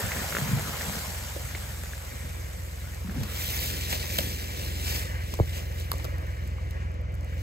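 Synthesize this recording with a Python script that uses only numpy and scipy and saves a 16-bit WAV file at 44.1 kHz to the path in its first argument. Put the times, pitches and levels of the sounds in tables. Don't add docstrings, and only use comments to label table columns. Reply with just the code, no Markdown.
import sys
import numpy as np
from scipy import signal
from scipy.fft import rfft, irfft, next_fast_len
from scipy.io import wavfile
from scipy.ndimage import uniform_filter1d, map_coordinates

SR = 44100
rng = np.random.default_rng(int(sys.argv[2]) if len(sys.argv) > 2 else 0)


def wav_record(signal):
    frames = np.transpose(np.atleast_2d(signal))
    bounded = np.clip(frames, -1, 1)
    quanta = np.round(bounded * 32767).astype(np.int16)
    wavfile.write(sys.argv[1], SR, quanta)


N = 327222

# time in seconds, level in dB, extra rasp in dB.
ENGINE_AS_HEARD = [(0.0, -37, 0), (0.6, -41, 10), (1.14, -37, 4), (2.2, -36.5, 3), (3.0, -35, 1.5),
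                   (3.8, -34.5, 0), (4.1, -34.5, 2.5), (5.2, -32.5, 6), (5.55, -33, 3.5), (5.7, -33.5, 0),
                   (5.85, -32.5, 2.5), (6.15, -30.5, -0.5), (6.35, -33, 3.5), (6.55, -31.5, 2.5),
                   (6.67, -32.5, 0.5), (6.78, -31.5, 2), (6.92, -32, -1), (7.2, -32, -3), (7.35, -32, 5.5),
                   (7.42, -28.5, -1.5)]
# multiple of the firing rate, relative gain in dB.
PIPE_ORDERS = [(1, -42), (2, -13), (3, 0), (4, 0), (5, -9), (6, -14), (7, -15), (8, -21), (9, -24),
               (10, -25), (11, -30)]
# frequency in Hz, relative spectral density in dB.
ROAR_SPECTRUM = [(25, -28), (33, -9), (55, -6), (75, 0.5), (97, 3), (135, -6), (220, -25.5), (330, -15),
                 (500, -11), (640, -18.5), (750, -24), (1200, -22.5), (2000, -34.5), (6000, -40.5),
                 (16000, -68)]
RASP_SPECTRUM = [(1300, -12), (1600, 0), (2000, 1), (2350, -1.5), (2650, -10.5), (2950, -5.5), (3300, -20),
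                 (5000, -38)]
LEAF_SPECTRUM = [(700, -4.5), (1200, -8.5), (1900, 0), (2600, 0.5), (3300, 1.5), (4200, -0.5), (4700, -0.5),
                 (5300, 0), (6500, -3), (7700, -1.5), (9500, -1.5), (11200, -18), (13000, -32)]
DRY_EDGE_SPECTRUM = [(7500, -28), (9500, -37), (10500, 1.5), (11500, -3.5), (13000, 0.5), (16000, 0)]
SOIL_SPECTRUM = [(70, -27), (150, 8.5), (300, 2.5), (500, 0.5), (700, -10.5), (1200, -36)]
TWIG_SPECTRUM = [(1500, -11.5), (2500, -3.5), (5000, -4), (6500, -3.5), (8000, 1), (9600, -5), (11200, -3),
                 (13000, -7), (16000, -11.5)]
LIMB_SPECTRUM = [(200, -19), (450, 0.5), (1000, -1), (1600, 0), (2200, -4), (3500, -9.5), (6000, -13)]
TRUNK_SPECTRUM = [(50, -1), (100, -14.5), (140, 1.5), (220, -3.5), (350, -18), (600, -39)]
# start in seconds, tap level in dB, body level in dB.
LOG_KNOCKS = [(5.39, -15, -22), (5.399, -5.5, -4.5)]
# time in seconds, levels of leaf, dry edge and soil in dB.
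LEAF_STIR = [(2.9, -80, -82, -82), (3.32, -43.5, -46, -51), (3.8, -38, -40.5, -51), (4.9, -42, -46.5, -44),
             (5.12, -47.5, -52, -53.5), (5.9, -57, -53, -59), (6.3, -55.5, -59.5, -58),
             (6.8, -58, -67, -52), (7.05, -68.5, -81, -53.5), (7.42, -53.5, -55, -50.5)]
# start and hold in seconds, levels of leaf, dry edge and soil in dB.
FOOTSTEPS = [(3.167, 0.078, -49.5, -66, -43), (3.363, 0.055, -40, -46, -53), (3.424, 0.25, -36, -34, -49.5),
             (3.715, 0.055, -40.5, -47, -42), (3.908, 0.044, -35, -38, -43),
             (4.14, 0.093, -37.5, -36.5, -44), (4.275, 0.051, -43.5, -44, -45),
             (4.616, 0.025, -45.5, -44, -45), (4.882, 0.091, -33.5, -35, -46),
             (5.334, 0.011, -43.5, -50, -44), (5.551, 0.036, -41, -45.5, -49),
             (5.795, 0.018, -46, -53, -67), (5.958, 0.11, -49, -56, -48), (6.47, 0.022, -57.5, -66, -50.5)]
# start and hold in seconds, levels of twig, limb and trunk in dB.
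COLLAPSES = [(0.0, 0.15, -52, -41, -42), (0.393, 0.11, -48, -37.5, -39.5), (0.79, 0.039, -54, -38, -56),
             (0.896, 0.039, -39, -60, -47.5), (1.616, 0.026, -59, -47, -54), (2.847, 0.037, -53, -51, -55),
             (3.184, 0.08, -66, -45, -57)]
# start in seconds, level in dB, pitch in Hz.
GROUND_THUMPS = [(0.039, -20, 103.6), (0.384, -26, 182), (0.417, -19.5, 142), (0.431, -29, 140),
                 (0.458, -29, 180), (0.487, -20, 126), (0.512, -22.5, 192), (0.5317, -12.5, 126),
                 (0.567, -18.5, 120), (0.576, -23.5, 148), (0.612, -26, 103), (0.739, -31, 125),
                 (0.963, -28, 180.5), (1.433, -31, 120), (3.046, -27.5, 184), (3.085, -26, 193),
                 (3.161, -28.5, 251.4), (3.179, -21, 149.5), (3.200, -25, 133), (3.214, -19.5, 102),
                 (3.224, -28.5, 203), (3.694, -30, 101)]
# start in seconds, level before filtering in dB, lower band edge in Hz.
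TWIG_SNAPS = [(0.8202, -23, 2800), (1.1002, -49, 2800), (1.419, -31, 6000), (1.8357, -28, 2800),
              (1.857, -30, 4500), (2.946, -29.5, 2800), (3.233, -27, 2000), (3.236, -28, 2000),
              (3.9283, -20, 9000), (3.9655, -32, 2800), (4.1822, -18, 9000), (4.185, -11, 6500),
              (4.187, -18, 6500), (4.187, -18, 3500), (4.192, -24, 5000), (4.196, -24, 2800),
              (4.204, -23, 6000), (4.6486, -28, 2800), (5.3186, -38, 2800), (5.3403, -23, 5030),
              (5.8002, -30, 5000), (5.9166, -14, 3000), (5.921, -40, 2800), (5.932, -28, 5000),
              (5.9397, -29, 5000), (5.983, -31, 5500), (6.044, -26, 2800), (6.0506, -29, 3500),
              (6.1831, -36, 2800), (6.2685, -40, 2800), (6.476, -35.5, 5500), (6.700, -46, 5500),
              (6.709, -31, 3500), (6.917, -44, 5500), (6.942, -44, 3500), (7.013, -46, 11000),
              (7.12, -51, 7000), (7.126, -49, 7000), (7.142, -38, 7000), (7.152, -36, 7000),
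              (7.209, -39, 5500), (7.2462, -39, 6500)]
# start in seconds, level in dB, pitch in Hz, hollow knock in dB relative to
# the crack, cycles to decay by 60 dB, splinters in dB relative to the crack.
LIMB_CRACKS = [(.059, -25, 1700, -13, 14, -15), (0.1186, -14, 2070, -19, 11, -14),
               (.325, -10, 1380, -22, 4.5, -29), (0.3502, -5.5, 1590, -15, 5, -21),
               (0.3681, -3.5, 1500, -18, 5, -25), (.385, -20, 1760, -3, 16, -11),
               (0.512, -26, 1500, -11, 18, -22), (.586, -18.5, 1420, -26, 9, -12),
               (0.81, -19.5, 1820, -26, 17, -8), (1.3617, -31, 322, -25, 20, -25),
               (1.363, -27.5, 534, -25, 26, -23), (1.436, -30, 2000, -11, 14, -9),
               (1.549, -21.5, 2100, -25, 21, -15), (1.5522, -25, 1300, -4, 6, -5),
               (1.837, -19.5, 1550, -10, 4, -15), (1.858, -30, 1500, -20, 11, -12),
               (1.867, -32, 2000, -20, 12, -13), (1.934, -27.5, 1660, -11, 22, -18),
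               (3.074, -29, 1200, -13, 7, -8), (3.0958, -22.5, 1500, -13, 6, -14),
               (3.143, -39, 940, -20, 12, -8), (3.234, -28, 1500, -10, 6, -3),
               (3.927, -12.5, 2150, -27, 8, -4), (3.930, -22.5, 585, -3, 5, -3),
               (4.041, -26, 1050, -20, 10, -2), (4.1853, -10, 2500, -26, 3, -6),
               (4.1868, -7.5, 3300, -20, 14, -6.5), (4.1905, -18.5, 557, -20, 14, -6),
               (4.5046, -18, 2090, -18, 4, -14), (4.952, -40, 900, 12, 9, -17),
               (5.338, -23, 980, -15, 9, -7), (5.9175, -10, 1140, -20, 7.5, -22),
               (5.935, -32, 1000, -15, 9, -8), (5.939, -31, 1000, 7, 9, -15),
               (5.998, -29, 2150, -26, 16, -3), (6.045, -23, 1300, -2, 7, -6),
               (6.051, -23, 1300, -3, 7, -9), (6.584, -30, 1110, -16, 12, -18)]
# time in seconds, lag of the left port in milliseconds.
CRACK_LAG_MS = [(0, 0), (3.3, 0), (3.9, .43), (3.95, .43), (4.04, 0), (4.1, .43), (4.8, .43), (5.3, .23),
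                (7.42, .21)]
# frequency in Hz, time to decay by 60 dB in seconds.
FOREST_T60 = [(100, 0.21), (1000, 0.15), (8000, 0.038)]
# frequency in Hz, phase lead of the left port in radians, coherence.
TREE_DIRECTION = [(0, 1, 0.97), (202, 0.5, 1), (370, -0.5, 0.45), (830, 1, 0.94), (1180, 0.7, 0.22),
                  (2070, -0.3, 0.61), (2600, -3, 0.25), (5920, 1.2, 0.07)]
ENGINE_DIRECTION = [(0, -0.3, 1), (100, -0.27, 0.98), (240, 1, 0.67), (433, -3.5, 1), (610, -6.5, 0.72),
                    (1010, -9, 0.49), (2060, -11.5, 0.97), (3470, -15.5, 0.36), (5370, -20, .4)]
WALKER_DIRECTION = [(0, 0, .95), (200, -.6, .9), (400, -1.1, .6), (1100, -3.14, .4), (2200, -6.28, .88),
                    (3250, -9.42, .7), (4300, -12.57, .93), (5300, -15.6, .45), (6300, -18.55, .85)]
# frequency in Hz, coherence from 0 to 1.
TREBLE_COHERENCE = [(5400, 0.6), (7000, 0.88), (8800, 1), (10500, 1), (11500, .8), (12600, 1), (14200, 1),
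                    (15500, .85)]
# frequency in Hz, left level minus right level in dB.
PORT_BALANCE = [(30, -0.4), (100, -0.5), (150, 0), (300, 2), (500, -3), (1000, -1), (1500, 1.3),
                (3200, 1.5), (5000, 1.2), (6500, 0)]

FIRING_HZ, FIRST_FIRING_S, PIPE_NODE_HZ = 21.1, 0.0215, 101.4
ROAR_DB, RASP_DB = -8.5, -19.5
DEBRIS_DB, THINNING_DB_PER_S = [-36, -35.5, -51], [4.5, 7, 1.4]
SETTLED_S, DYING_DB_PER_S = 3, 11
HOLLOW_HZ, CRACK_RISE_CYCLES = 533, 0.57
LOW_CUT_HZ, TOP_HZ = 33, 15780


def amp(db):
    return 10 ** (np.asarray(db) / 20)


def decay(t, t60_s, db=0):
    return amp(db - 60 * t / t60_s)


def unit_rms(x):
    return x / np.sqrt(np.mean(x ** 2) + 1e-20)


def log_interp(points, hz):
    freqs, values = np.transpose(points)
    return np.interp(np.log(hz + 1), np.log(freqs + 1), values)


def curves(rows):
    times, *columns = np.transpose(rows)
    return [np.interp(np.arange(N) / SR, times, column) for column in columns]


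def wobble(rate):
    knots = rng.standard_normal(int(N * rate / SR) + 4)
    return map_coordinates(knots, [np.arange(N) * rate / SR])


def filtered(x, response):
    size = next_fast_len(N + SR // 5)
    return irfft(rfft(x, size) * response(np.fft.rfftfreq(size, 1 / SR)), size)[..., :N]


def minimum_phase(db):
    cepstrum = irfft(np.log(amp(db)))
    half = len(cepstrum) // 2 - 1
    return np.exp(rfft(cepstrum * np.r_[1, np.full(half, 2), 1, np.zeros(half)]))


def add(track, start_s, sound):
    at = round(start_s * SR)
    track[at:at + len(sound)] += sound[:len(track) - at]


def noise(spectrum, grains_per_s=0, spread_db=0, patchy_db=0):
    hits = (rng.random(N) < grains_per_s / SR) * amp(spread_db * np.minimum(rng.exponential(size=N), 3))
    grains = signal.lfilter([1], [1, -.97], hits)
    bands = signal.stft(rng.standard_normal((3, N)) * (1 + grains), nperseg=512)[2]
    patches = uniform_filter1d(rng.standard_normal(bands.shape[1:]), size=4, axis=0)
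    patches = unit_rms(uniform_filter1d(patches, size=6, axis=1))
    patchy = signal.istft(bands * amp(patchy_db * patches), nperseg=512)[1][:, :N]
    return unit_rms(filtered(patchy, lambda hz: amp(log_interp([(1, -120)] + spectrum, hz))))


def swells(bed_db, events, rise_db_per_s, fall_db_per_s):
    t, power = np.arange(N) / SR, amp(bed_db) ** 2
    for start, hold, *levels_db in events:
        flanks_db = np.minimum(rise_db_per_s * (t - start), fall_db_per_s * (start + hold - t))
        power = power + amp(np.minimum(0, flanks_db)) ** 2 * amp(levels_db)[:, None] ** 2
    return np.sqrt(power)


def scattered(x, wet_db):
    hz, t, bands = signal.stft(rng.standard_normal((2, SR // 2)), SR, nperseg=256)
    tail = signal.istft(bands * decay(t, log_interp(FOREST_T60, hz)[:, None]), SR, nperseg=256)[1]
    echoes = signal.fftconvolve(x[None], tail / np.linalg.norm(tail[0]), axes=1)[:, :N]
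    return np.vstack([x, amp(wet_db) * echoes])


def spaced_ports(source, direction, pointlike=False):
    freqs, lead, coherence = np.transpose(direction)
    split_hz = freqs[-1]

    def response(hz):
        treble_lead = lambda f: 2 * np.pi * (f - 13250) / 7200
        offset = lead[-1] - treble_lead(split_hz)
        whole_turns = 2 * np.pi * np.round(offset / (2 * np.pi))
        join = np.interp(hz, [split_hz, split_hz + 500], [offset, whole_turns])
        phase = np.where(hz < split_hz, np.interp(hz, freqs, lead), join + treble_lead(hz))
        return np.exp(.5j * np.array([[1], [-1]]) * phase)

    def direct_share(hz):
        share = np.where(hz < split_hz, np.interp(hz, freqs, coherence), log_interp(TREBLE_COHERENCE, hz))
        return np.clip(share, 0, 1)

    if pointlike:
        return filtered(source, response)
    direct = filtered(source[0], lambda hz: np.sqrt(direct_share(hz)) * response(hz))
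    return direct + filtered(source[1:], lambda hz: np.sqrt(1 - direct_share(hz)))


def engine():
    level, rasp_gain = amp(curves(ENGINE_AS_HEARD))
    cycles = (np.arange(N) / SR - FIRST_FIRING_S) * FIRING_HZ
    firings = (np.diff(np.floor(cycles), prepend=0) > 0) * amp(rng.standard_normal(N))
    pipe = [(0.74, -63)] + [(k * FIRING_HZ, db) for k, db in PIPE_ORDERS] + [(400, -78), (1500, -140)]
    node_lag = lambda hz: -np.exp(-2j * np.pi * .97 / (1 + (PIPE_NODE_HZ / (hz + 1)) ** 19))
    hum = unit_rms(filtered(firings, lambda hz: minimum_phase(log_interp(pipe, hz)) * node_lag(hz)))
    throb = amp(np.cos(2 * np.pi * (cycles - .3)) + 2.0 * wobble(4.3))
    roar = amp(ROAR_DB) * noise(ROAR_SPECTRUM, patchy_db=1.9)
    rasp = amp(RASP_DB) * rasp_gain * noise(RASP_SPECTRUM, patchy_db=1.8)
    return level * (hum * [[1], [0], [0]] + throb * (roar + rasp))


def log_knocks():
    out, t = np.zeros(N), np.arange(SR // 5) / SR
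    tap_cycles = 330 * t + 1.24 * (1 - np.exp(-t / 0.0012))
    rise = 1 - np.exp(-t / 0.0017)
    for start, tap_db, body_db in LOG_KNOCKS:
        add(out, start, -decay(t, t60_s=0.023, db=tap_db) * rise * np.sin(2 * np.pi * tap_cycles))
        add(out, start + 0.0072, decay(t, t60_s=0.054, db=body_db) * rise * np.sin(2 * np.pi * 96 * t))
    return out


def walker():
    leaf, edge, soil = swells(curves(LEAF_STIR), FOOTSTEPS, rise_db_per_s=119, fall_db_per_s=143)
    crunch = amp(0.89 * wobble(30))
    leaves = leaf * crunch * noise(LEAF_SPECTRUM, grains_per_s=300, spread_db=-4.0, patchy_db=1.65)
    edges = edge * crunch * noise(DRY_EDGE_SPECTRUM, grains_per_s=400, spread_db=-3.0, patchy_db=0.8)
    shuffle = soil * amp(0.7 * wobble(24)) * noise(SOIL_SPECTRUM)
    return leaves + edges + shuffle


def debris():
    t = np.arange(N) / SR
    bed_db = np.c_[DEBRIS_DB] - np.c_[THINNING_DB_PER_S] * t
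    bed_db -= DYING_DB_PER_S * np.maximum(t - SETTLED_S, 0)
    twig, limb, trunk = swells(bed_db, COLLAPSES, rise_db_per_s=64, fall_db_per_s=24)
    twig *= amp(0.2 * wobble(8.2))
    hiss = twig * noise(TWIG_SPECTRUM, grains_per_s=210, spread_db=-5.5, patchy_db=2.0)
    limb *= amp(0.34 * wobble(20))
    rattle = limb * noise(LIMB_SPECTRUM, grains_per_s=300, spread_db=-3.5, patchy_db=2.13)
    rumble = trunk * amp(3.9 * wobble(24.75)) * noise(TRUNK_SPECTRUM)
    return hiss + rattle + rumble


def trunk_thumps():
    out, t = np.zeros(N), np.arange(SR // 4) / SR
    rise = 1 - np.exp(-t / 0.0021)
    for start, db, hz in GROUND_THUMPS:
        add(out, start, decay(t, t60_s=0.13, db=db) * rise * np.sin(2 * np.pi * hz * t))
    return out


def twig_snaps():
    out, t = np.zeros(N), np.arange(SR // 20) / SR
    for start, db, low_hz in TWIG_SNAPS:
        burst = decay(t, t60_s=0.0067, db=db) * rng.standard_normal(len(t))
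        band = signal.butter(2, [low_hz, 14000], "band", fs=SR, output="sos")
        add(out, start, signal.sosfilt(band, burst))
    return out


def limb_cracks():
    out, t = np.zeros((2, N)), np.arange(SR // 20) / SR
    hollow = decay(t, t60_s=0.01) * np.sin(2 * np.pi * HOLLOW_HZ * t)
    for start, db, hz, knock_db, cycles, splinters_db in LIMB_CRACKS:
        splinters = rng.standard_normal(len(t)) * decay(t, t60_s=0.03, db=splinters_db)
        rise = 1 - np.exp(-t * hz / CRACK_RISE_CYCLES)
        ring = decay(t, t60_s=cycles / hz) * rise * np.sin(2 * np.pi * hz * t)
        crack = -amp(db) * (ring + amp(knock_db) * hollow + splinters)
        lag_s = np.interp(start, *np.transpose(CRACK_LAG_MS)) / 1000
        add(out[0], start + lag_s / 2, crack)
        add(out[1], start - lag_s / 2, crack)
    return signal.sosfilt(signal.butter(4, 4300, fs=SR, output="sos"), out)


def scene():
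    cracks, snaps = limb_cracks(), twig_snaps()
    limbs = cracks + scattered(cracks.mean(axis=0), wet_db=-11.0)[1:]
    twigs = scattered(snaps, wet_db=-11.5)[:2].sum(axis=0)
    knocks = scattered(log_knocks(), wet_db=-16.0)
    far_port = np.roll(knocks[0], round(0.00027 * SR))
    log = np.array([knocks[0], far_port]) + knocks[1:]
    tree = spaced_ports(debris() + scattered(trunk_thumps(), wet_db=-3.5), TREE_DIRECTION)
    motor = spaced_ports(engine(), ENGINE_DIRECTION)
    steps = spaced_ports(walker(), WALKER_DIRECTION)
    in_tree = np.arange(N) < 2.5 * SR
    tree += spaced_ports(twigs * in_tree, TREE_DIRECTION, pointlike=True)
    steps += spaced_ports(twigs * ~in_tree, WALKER_DIRECTION, pointlike=True)
    return motor + log + steps + tree + limbs


def record(dry):
    colour = lambda hz: amp(np.array([[.5], [-.5]]) * log_interp(PORT_BALANCE, hz))
    low_cut = lambda hz: 1 / np.sqrt(1 + (LOW_CUT_HZ / (hz + 1)) ** 8)
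    return filtered(dry, lambda hz: colour(hz) * low_cut(hz) * (hz < TOP_HZ))


dry = scene()
out = record(dry)
wav_record(out)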